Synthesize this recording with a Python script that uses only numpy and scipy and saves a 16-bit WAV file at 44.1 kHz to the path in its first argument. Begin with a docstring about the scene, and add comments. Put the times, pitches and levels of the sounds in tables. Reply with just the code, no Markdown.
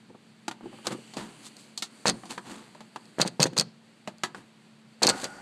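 """Hands at a small soil enclosure

Close up in a quiet room, fingers tap the walls of an enclosure of soil and moss, pat the soil and brush
the litter: coloured noise bursts, panel modes and streams of grains. Skin rubs and rasps along the wall.
A hard plastic edge bumps, drags and catches in sharp ticks, and the floor booms: struck and scraped modes.
Late on, a palm lands and rubs. Filtered noise makes the room air, and a wavering sine the faint fan.
"""
import sys
import numpy as np
from scipy import signal
from scipy.fft import rfft, irfft
from scipy.io import wavfile
from scipy.ndimage import uniform_filter1d, map_coordinates

SR = 44100
rng = np.random.default_rng(int(sys.argv[2]) if len(sys.argv) > 2 else 0)


def store_wav(level_fs):
    """Save 16-bit WAV to argv[1]."""
    pcm = np.round(np.clip(np.atleast_2d(level_fs), -1, 1) * 32767)
    wavfile.write(sys.argv[1], SR, pcm.T.astype(np.int16))


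N = 238845
TIME = np.arange(N) / SR  # seconds
HIT_SIZE = 8192  # samples in a single hit
AGE = np.arange(HIT_SIZE) / SR  # seconds since the hit began

# Spectrum of the room air. Each row: frequency in Hz, gain in dB.
ROOM_COLOUR = [(30, -43.5), (80, -40), (115, -8.5), (190, -8.5), (222, -9.5), (255, -17.5), (300, -18.5),
               (1140, -25.5), (2100, -26), (4450, -29.5), (5150, -37), (8300, -41), (15500, -61.5)]
AIR_DB = -58.5
FAN_HZ, FAN_DB = 220.7, -56

# Slides of the fingers along the wall. Each row: start in seconds, end in seconds, top speed from 0 to 1.
FINGER_SLIDES = [(0.613, 1.86, 0.8), (1.77, 2.768, 0.86), (2.65, 3.6, 0.3), (4.965, 5.697, 0.84)]
# Spectrum of skin rubbing the wall. Each row: frequency in Hz, gain in dB.
RUB_COLOUR = [(100, -14), (250, 13), (550, 0), (1400, -3), (2900, -3.5), (3700, -9), (4600, 1),
              (5300, -18.5), (8000, -5.5), (14000, -28)]
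# Spectrum of the thin hiss of fast skin. Each row: frequency in Hz, gain in dB.
HISS_COLOUR = [(2000, -36), (6500, -6), (7900, -5), (9100, 1), (10300, -15.5), (13000, -23.5), (15000, -38)]
SPEED_UP_S, SLOW_DOWN_S, RESTING_SPEED = 0.22, 0.4, 0.031
RUB_DB, HISS_DB = -54.5, -59.5  # at full speed
RUB_GROWTH, HISS_GROWTH = 0.35, 2.4  # each grows as this power of the speed
RUB_WAVER_DB = 1.2

# Strokes through the litter. Each row: start in seconds, rise in seconds, dying away as t60 in seconds,
# level in dB ahead of the tone shelves, treble lift in dB.
LITTER_STROKES = [(.07, .03, 0.27, -64.5, -21), (0.62, 0.02, 0.47, -52.5, -15.5),
                  (0.84, 0.037, 0.091, -33, 1), (0.9, 0.025, 0.096, -31.5, -2.5),
                  (1.16, 0.016, 0.46, -36, -1.5), (1.412, 0.061, 0.083, -49.5, 13),
                  (1.56, .04, 0.4, -64.5, 19.5), (2.09, 0.0068, 0.24, -40, -14.5),
                  (2.29, 0.018, 0.17, -35.5, 4), (2.42, .09, 0.64, -41.5, -0.5),
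                  (4.345, 0.026, 0.27, -47, -2), (5.1, 0.12, 0.23, -44.5, 10.5)]
# Spectrum of the crackling fibres. Each row: frequency in Hz, gain in dB.
LITTER_COLOUR = [(60, -15.5), (200, 8.5), (350, 6), (540, -5.5), (950, 1.5), (2000, -8.5), (4500, -8),
                 (5300, -16.5), (8000, -10), (12500, -27.5), (15000, -35)]
# Modes of the enclosure. Each row: frequency in Hz, average level in dB, t60 in seconds.
ENCLOSURE_MODES = [(155, -10, 0.069), (190, -1.5, 0.0297), (276, 8, 0.026), (360, 0, 0.0313),
                   (495.5, 3, 0.03), (728, -6, 0.025), (819, -5.5, 0.039), (921, 2.5, 0.016),
                   (1166, -6.5, 0.012), (1580, 10.5, 0.0043)]
STROKE_BASS_PER_TREBLE = -0.82  # light, bright strokes barely move the soil

# Soft thuds on the packed soil. Each row: time in seconds, level in dB before the layer gain.
SOIL_THUDS = [(0.101, -47), (.148, -45.5), (.658, -32.5), (0.906, -32), (0.946, -32.5), (.987, -40.5),
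              (1.189, -38), (5.145, -31.5)]
THUD_HZ = 345

# Taps on the walls. Each row: time in seconds, level in dB before the layer gain and tone shelves,
# treble lift in dB, t60 of the wall noise in seconds, wall note in Hz.
WALL_TAPS = [(0.481, -18.5, -2.5, .053, 1053), (0.512, -26.5, -6.5, 0.064, 1150),
             (0.609, -38.5, -21, 0.022, 785), (0.729, -36, -30, 0.15, 642), (0.787, -39, -22, .06, 740),
             (0.869, -22, 6, 0.044, 700), (1.137, -34.5, 1, 0.12, 840), (1.169, -22.5, -4.5, 0.19, 680),
             (1.776, -34.5, 14, 0.097, 906), (1.823, -24, 8, 0.097, 1715), (2.235, -31, -18, 0.062, 900),
             (2.255, -35, -1.5, 0.18, 850), (2.378, -21.5, -13.5, .065, 1283),
             (2.749, -35.5, -11.5, 0.12, 780), (2.806, -33, -8.5, 0.067, 770), (2.96, -24, -11, 0.057, 930),
             (4.075, -21.5, -9, 0.079, 752), (4.235, -13.5, -3.5, 0.093, 1517),
             (4.3468, -27, -13.5, 0.074, 1300)]
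# Spectrum of a tap. Each row: frequency in Hz, gain in dB.
TAP_COLOUR = [(60, -19.5), (180, 5.5), (350, 4.5), (540, -6), (780, 1), (1150, -1), (1370, -3.5),
              (1700, -4.5), (2200, -6), (4500, 0.5), (5300, -7.5), (7600, -5.5), (11000, -19),
              (15000, -33.5)]
# Bright taps on stiff, high spots carry little bass.
BASS_PER_BRIGHT, BASS_DB_PER_OCTAVE, MID_NOTE_HZ = -0.14, -4, 620

# One drag of a fingertip.
RASP_START_S, RASP_FULLEST_S, RASP_END_S, RASP_DB = 0.53, 0.77, 2, -58.5

# Single ticks of the edge, strong ones during the shoves and a few faint ones between them.
# Each row: time in seconds, level in dB before the layer gain.
EDGE_TICKS = [(1.5675, -43), (2.0697, -19), (2.074, -23), (2.0813, -16.5), (2.0913, -21.5), (2.0976, -17),
              (3.0553, -51.5), (3.2145, -18.5), (3.2159, -11), (3.2768, -26), (3.4022, -18.5),
              (3.4215, -18), (3.4294, -8.5), (3.439, -16.5), (3.5787, -16), (3.5861, -14.5),
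              (3.5974, -11.5), (3.61, -20), (4.1838, -50.5), (5.0309, -14), (5.0342, -12), (5.069, -12),
              (5.0746, -13.5), (5.0904, -14), (5.0972, -13.5), (5.243, -25)]
# Spectrum of a tick. Each row: frequency in Hz, gain in dB.
TICK_COLOUR = [(200, -26.5), (1500, -20.5), (3300, -11), (4500, 11.5), (5300, -4), (6400, 2.5), (8500, -10),
               (12000, -19), (15000, -41)]
# Modes of the plastic edge. Each row: frequency in Hz, average level in dB, t60 in seconds.
EDGE_MODES = [(2615, -5, 0.027), (3330, -17, 0.029), (4295, -3.5, 0.055), (4360, -15.5, 0.091),
              (5370, -3.5, .016), (4750, -6, 0.076), (5250, -15, .04), (6305, 0, 0.019),
              (6210, -17, 0.01218), (8210, 1, 0.0126)]
CATCH_SPREAD_DB = 5

# Shoves of the plastic edge, each a blow and then a drag. Each row: start in seconds, blow level in dB
# before the layer gain, blow colour in Hz, drag length in seconds, drag pressure in dB.
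EDGE_SHOVES = [(2.0563, -18.5, 707, 0.044, -25.5), (3.1845, -27, 517, 0.0045, -36.5),
               (3.1986, -19.5, 462, 0.027, -26.5), (3.25, -29.5, 695, .003, -41.5),
               (3.259, -27, 220, 0.024, -36.5), (3.3964, -20, 267, 0.043, -26.5),
               (3.456, -20.5, 507, .011, -32.5), (3.53, -35.5, 328, .003, -46),
               (3.5638, -37, 440, 0.052, -32.5), (5.019, -26.5, 558, 0.029, -24),
               (5.058, -19.5, 380, 0.017, -31), (5.083, -20, 660, 0.021, -24),
               (5.232, -33.5, 530, 0.022, -33.5)]
# Spectrum of the grinding edge. Each row: frequency in Hz, gain in dB.
DRAG_COLOUR = [(50, -19.5), (150, -2.5), (350, 2.5), (800, 2.5), (1300, 2), (2000, -1.5), (3400, 0),
               (4550, -1), (5200, -8.5), (6400, -3), (8500, -5), (12000, -25), (15000, -44.5)]
GRIP_S, LET_GO_S = .004, 0.0072  # the edge's pressure builds, and dies away with this time constant

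# Low booms of the enclosure floor during some of the shoves and just after.
# Each row: time in seconds, peak level in dB.
FLOOR_BOOMS = [(2.084, -27.5), (3.201, -20.5), (3.252, -30), (3.401, -16.5), (3.587, -24), (3.621, -34.5),
               (3.658, -44.5)]

# Hollow resonances under the palm. Each row: frequency in Hz, average level in dB, t60 in seconds.
HOLLOW_MODES = [(278, -2, 0.038), (635, -11, 0.028), (797, 3.5, 0.035), (870, 0, 0.028), (1280, -2, 0.027),
                (1440, 6, 0.059), (4580, 3, 0.017)]
# Spectrum of the rubbing palm. Each row: frequency in Hz, gain in dB.
PALM_COLOUR = [(60, -40), (200, -1), (900, -0.5), (2000, -3.5), (4600, -25), (5300, -15), (8000, -13),
               (14000, -39)]
# The palm lands hard, then rubs lightly; the landing fades with the settling time constant.
PALM_LANDS_S, PALM_FIRST_DB, PALM_REST_DB, PALM_SETTLE_S = 5.09, -33.5, -47.5, 0.049

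TOP_HZ = 15100  # upper limit of the recorder


def undb(db):
    """Decibels to gain."""
    return 10 ** (np.asarray(db) / 20)


def unit(x):
    """Scale to rms 1."""
    return x / np.sqrt(np.mean(x ** 2) + 1e-20)


def fade(t60):
    """Free decay over the length of a hit: 60 dB down after t60 seconds."""
    return np.exp(-np.log(1000) * AGE / t60)


def add(out, s, x):
    """Mix x in at time s, cut off at the end of the scene."""
    i = int(s * SR)
    out[i:i + len(x)] += x[:max(N - i, 0)]


def colour(x, points, size=4096):
    """Causal minimum-phase filter through (Hz, dB) points, folded from the cepstrum."""
    hz, db = np.transpose(sorted(points))
    bins_hz = np.arange(size // 2 + 1) * SR / size
    gain = undb(np.interp(np.log(bins_hz + 1), np.log(hz), db))
    cepstrum = irfft(np.log(gain))
    cepstrum[1:size // 2] *= 2
    cepstrum[size // 2 + 1:] = 0
    impulse = irfft(np.exp(rfft(cepstrum)))[:size // 2]
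    return signal.oaconvolve(x, impulse)[:len(x)]


def shelves(x, bass_db, treble_db):
    """Lift or lower both ends around the middle of the range."""
    return colour(x, [(330, bass_db), (700, 0), (1700, 0), (4200, treble_db)])


def walk(rate):
    """Smooth random wander with an rms of 1, taking a new value rate times a second."""
    hold = max(int(SR / rate), 1)
    steps = rng.standard_normal(N)[np.arange(N) // hold]
    return unit(uniform_filter1d(steps, hold))


def grains(per_s, spread_db):
    """A stream of tiny slips, mostly weak, a few strong when there is a spread."""
    happens = rng.random(N) < per_s / SR
    signs = np.sign(rng.random(N) - .5)
    sizes_db = spread_db * np.minimum(rng.exponential(size=N), 4)
    return unit(happens * signs * undb(sizes_db))


def ring(modes, scatter_db):
    """Damped modes; every point of contact weights them a little differently."""
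    out = np.zeros(HIT_SIZE)
    for hz, db, t60 in modes:
        level = undb(db + scatter_db * rng.standard_normal())
        out += level * np.sin(2 * np.pi * hz * AGE) * fade(t60)
    return out


def cluster(hz, spread, t60, count):
    """A few close panel modes around one note, ringing with unrelated phases."""
    detune, phase = rng.standard_normal((2, count, 1))
    modes_hz = hz * np.exp(spread * np.tanh(detune))
    modes = np.sin(2 * np.pi * (modes_hz * AGE + phase))
    return unit(modes.sum(0) * fade(t60))


def blow(hz, below_db=-9, above_db=-19, rattle_db=-11, rattle_t60=0.042, note_db=-5):
    """A dull blow rings the enclosure; a softer contact reaches only its low modes."""
    rattle = rng.standard_normal(HIT_SIZE) * fade(rattle_t60)
    rattle = colour(rattle, [(60, -22.5), (150, 12.0), (900, -11.5), (8000, -12.5)])
    body = unit(ring(ENCLOSURE_MODES, scatter_db=2)) + undb(rattle_db) * unit(rattle)
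    body += undb(note_db) * cluster(hz, spread=0.34, t60=0.027, count=3)
    push = [(40, below_db - 12.5), (hz / 3, below_db), (hz, 0), (hz * 3.7, -2), (hz * 6, above_db)]
    return unit(colour(body, push))


def stick_slip(per_s, uneven, spread_db):
    """Single slips at a loose pace, their sizes scattered by up to the spread."""
    phase = np.cumsum(per_s * np.exp(uneven * walk(rate=200))) / SR
    slips = np.diff(np.floor(phase), prepend=0)
    return slips * undb(spread_db * np.tanh(rng.standard_normal(N)))


def pressure():
    """How hard the edge bears on the wall: it grips, holds for the drag and lets go."""
    total = np.zeros(N)
    for s, _, _, length, drag_db in EDGE_SHOVES:
        grip = np.clip((TIME - s) / GRIP_S, 0, 1)
        release = np.exp(-np.clip((TIME - s - length) / LET_GO_S, 0, 20))
        total += undb(drag_db) * grip * release
    return total


def room():
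    """Steady room air as coloured noise, and a small fan as a sine of wavering pitch and level."""
    air = unit(colour(rng.standard_normal(N), ROOM_COLOUR)) * undb(AIR_DB)
    turns = np.cumsum(FAN_HZ + 2 * walk(rate=9.1)) / SR
    fan = np.sin(2 * np.pi * turns) * undb(FAN_DB + walk(rate=10))
    return air + fan


def skin():
    """Skin slides on the wall with a fine rub and, at speed, a thin, airy hiss whose pitch drifts."""
    speed = np.zeros(N)
    for start, end, top in FINGER_SLIDES:
        ramps = np.minimum((TIME - start) / SPEED_UP_S, (end - TIME) / SLOW_DOWN_S)
        speed += top * np.clip(ramps, 0, 1)
    speed = np.maximum(speed, RESTING_SPEED)
    rub = unit(colour(grains(per_s=14000, spread_db=0), RUB_COLOUR))
    rub *= undb(RUB_DB + RUB_WAVER_DB * walk(rate=28))
    # Reading the noise at a wandering pace bends its pitch.
    drift = np.cumsum(1 + .035 * walk(rate=6))
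    hiss = colour(rng.standard_normal(N), HISS_COLOUR)
    hiss = unit(map_coordinates(hiss, [drift], order=5, mode="mirror"))
    hiss *= undb(HISS_DB + walk(rate=46))
    return rub * speed ** RUB_GROWTH + hiss * speed ** HISS_GROWTH


def litter(growth=1.21, crumbs_db=-4, bass_db=-1):
    """Fibres crackle and larger crumbs knock on the enclosure as a stroke swells and dies away."""
    out = np.zeros(N)
    fibres = unit(colour(grains(per_s=3000, spread_db=3), LITTER_COLOUR))
    knock = shelves(ring(ENCLOSURE_MODES, scatter_db=6), -11.5, 0)
    crumbs = unit(signal.fftconvolve(grains(per_s=350, spread_db=3), knock)[:N])
    crackle = fibres + undb(crumbs_db) * crumbs
    for start, rise, t60, db, treble in LITTER_STROKES:
        span = (TIME >= start) & (TIME < start + rise + t60)
        age = TIME[span] - start
        swelling = np.minimum(age / rise, 1) ** growth
        dying = np.exp(-np.log(1000) * np.maximum(age - rise, 0) / t60)
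        bass = bass_db + STROKE_BASS_PER_TREBLE * treble
        add(out, start, undb(db) * shelves(crackle[span] * swelling * dying, bass, treble))
    return out


def thuds(gain_db=-15, yield_s=0.00425):
    """A hand pats the soil, which yields for a moment, and the enclosure answers dully."""
    out = np.zeros(N)
    for s, db in SOIL_THUDS:
        push = rng.standard_normal(HIT_SIZE) * AGE * np.exp(-AGE / yield_s)
        answer = blow(THUD_HZ, below_db=-12, above_db=-30, note_db=-3)
        thud = unit(signal.fftconvolve(push, answer)[:HIT_SIZE])
        add(out, s - yield_s, undb(db + gain_db) * thud)  # the push is strongest at s
    return out


def taps(gain_db=-20, crack_db=-3, crack_t60=0.022, tail_db=-13, tail_t60=0.3, bass_db=2, note_db=-5):
    """A short crack, dense wall noise, modes around a note set by the spot struck, and a duller tail."""
    out = np.zeros(N)
    for s, db, bright, t60, hz in WALL_TAPS:
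        crack, walls, tail = rng.standard_normal((3, HIT_SIZE))
        hit = unit(walls * fade(t60)) + undb(crack_db) * unit(crack * fade(crack_t60))
        hit += undb(tail_db) * shelves(unit(tail * fade(tail_t60)), 3.8, -18.5)
        note = cluster(hz, spread=0.28, t60=0.76 * t60, count=6)
        hit = unit(colour(hit, TAP_COLOUR)) + undb(note_db) * note
        bass = bass_db + BASS_PER_BRIGHT * bright + BASS_DB_PER_OCTAVE * np.log2(hz / MID_NOTE_HZ)
        add(out, s, undb(db + gain_db) * shelves(unit(hit), bass, bright))
    return out


def rasp(hz=3000):
    """Fine slips of a fingertip pick out one narrow wall resonance."""
    resonance = [(hz / 2, -35), (hz / 1.54, -11), (hz, 0), (hz * 1.18, -11), (hz * 2, -35)]
    band = unit(colour(grains(per_s=10000, spread_db=2), resonance))
    # The finger swells evenly from nothing and falls back again.
    swell = np.interp(TIME, [RASP_START_S, RASP_FULLEST_S, RASP_END_S], [0, 1, 0])
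    return band * undb(RASP_DB) * swell


def tick(lean_db=0.54, ring_db=-4, scatter_db=-6, scatter_t60=0.026, snap_t60=.003):
    """A catch is one sharp snap, a quick scatter inside the plastic, and the ring of its modes."""
    snap, scatter = rng.standard_normal((2, HIT_SIZE))
    catch = unit(colour(snap * fade(snap_t60), TICK_COLOUR))
    catch += undb(scatter_db) * unit(colour(scatter * fade(scatter_t60), TICK_COLOUR))
    catch += undb(ring_db) * unit(ring(EDGE_MODES, scatter_db=5))
    return unit(colour(catch, [(3500, -lean_db), (10000, lean_db)]))  # lean tilts towards the treble


def ticks(gain_db=-19, small_db=-22):
    """The edge catches lightly while it bears on the wall; single ticks, strong or faint, are added."""
    catches = stick_slip(per_s=110, uneven=.4, spread_db=CATCH_SPREAD_DB) * pressure()
    small_tick = tick(lean_db=-3, ring_db=-12.5)
    out = undb(small_db) * signal.oaconvolve(catches, small_tick)[:N]
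    for s, db in EDGE_TICKS:
        add(out, s, undb(db + gain_db) * tick())
    return out


def bumps(gain_db=-15, judder_db=-16, judder_hz=560):
    """Each shove lands with a blow, and the enclosure judders while the edge drags."""
    knocks = stick_slip(per_s=90, uneven=.45, spread_db=0) * pressure()
    out = undb(judder_db) * signal.oaconvolve(knocks, blow(judder_hz))[:N]
    for s, db, hz, _, _ in EDGE_SHOVES:
        add(out, s, undb(db + gain_db) * blow(hz))
    return out


def drags(treble_db=-2):
    """Between catches the edge grinds along in dense, uneven slips."""
    slips = grains(per_s=9000, spread_db=3.5) * undb(2 * walk(rate=460))
    grind = unit(colour(slips, DRAG_COLOUR))
    return shelves(grind * pressure(), 0, treble_db)


def booms(hz=153, t60=0.068, rise_s=0.0035, bend=0.19, settle_s=0.01, detune=0.045):
    """The floor panel swings at its lowest mode, shifted by its load and sharp while still pressed."""
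    out = np.zeros(N)
    turns = np.cumsum(hz * (1 + bend * np.exp(-AGE / settle_s))) / SR
    for s, db in FLOOR_BOOMS:
        load_shift = np.exp(detune * rng.standard_normal())
        swing = np.sin(2 * np.pi * turns * load_shift) * fade(t60) * (1 - np.exp(-AGE / rise_s))
        add(out, s, undb(db) * swing / np.abs(swing).max())
    return out


def palm(rub_db=-4):
    """Uneven slips of the palm keep the hollow resonances sounding."""
    slips = grains(per_s=3300, spread_db=2)
    hollow = unit(signal.oaconvolve(slips, ring(HOLLOW_MODES, scatter_db=3.5))[:N])
    rub = unit(colour(grains(per_s=6000, spread_db=2.5), PALM_COLOUR))
    age = np.maximum(TIME - PALM_LANDS_S, 0)
    level = undb(PALM_REST_DB) + undb(PALM_FIRST_DB) * np.exp(-age / PALM_SETTLE_S)
    return (hollow + undb(rub_db) * rub) * (age > 0) * level


def echo(x, wet_db=-24.5, t60=0.34):
    """A short, dull answer from the furnished room: decaying noise after a 6 ms gap."""
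    tail = rng.standard_normal(HIT_SIZE) * fade(t60) * (AGE > .006)
    tail = colour(tail, [(150, 15.5), (1000, 6.5), (4500, -4.5), (10000, -17)])
    impulse = unit(tail) / np.sqrt(HIT_SIZE)  # total energy 1
    return undb(wet_db) * signal.fftconvolve(x, impulse)[:N]


def scene():
    """The contacts and the room's answer to them, with sliding skin, room air, fan and rasp."""
    hands = litter() + thuds() + taps() + palm()
    edge = ticks() + bumps() + drags() + booms()
    contacts = hands + edge
    return (contacts + echo(contacts) + room() + skin() + rasp())[None]


def record(dry):
    """The microphone thins both ends; the recorder rounds the tallest peaks and cuts the top."""
    heard = colour(dry[0], [(50, -9.5), (85, -9.5), (130, -1), (12000, -0.5), (15000, -11.0)])
    ceiling = .9
    rounded = ceiling * np.tanh(heard / ceiling)
    top_cut = signal.ellip(8, .2, 70, TOP_HZ, fs=SR, output="sos")
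    return signal.sosfilt(top_cut, rounded)[None]


dry = scene()
out = record(dry)
store_wav(out)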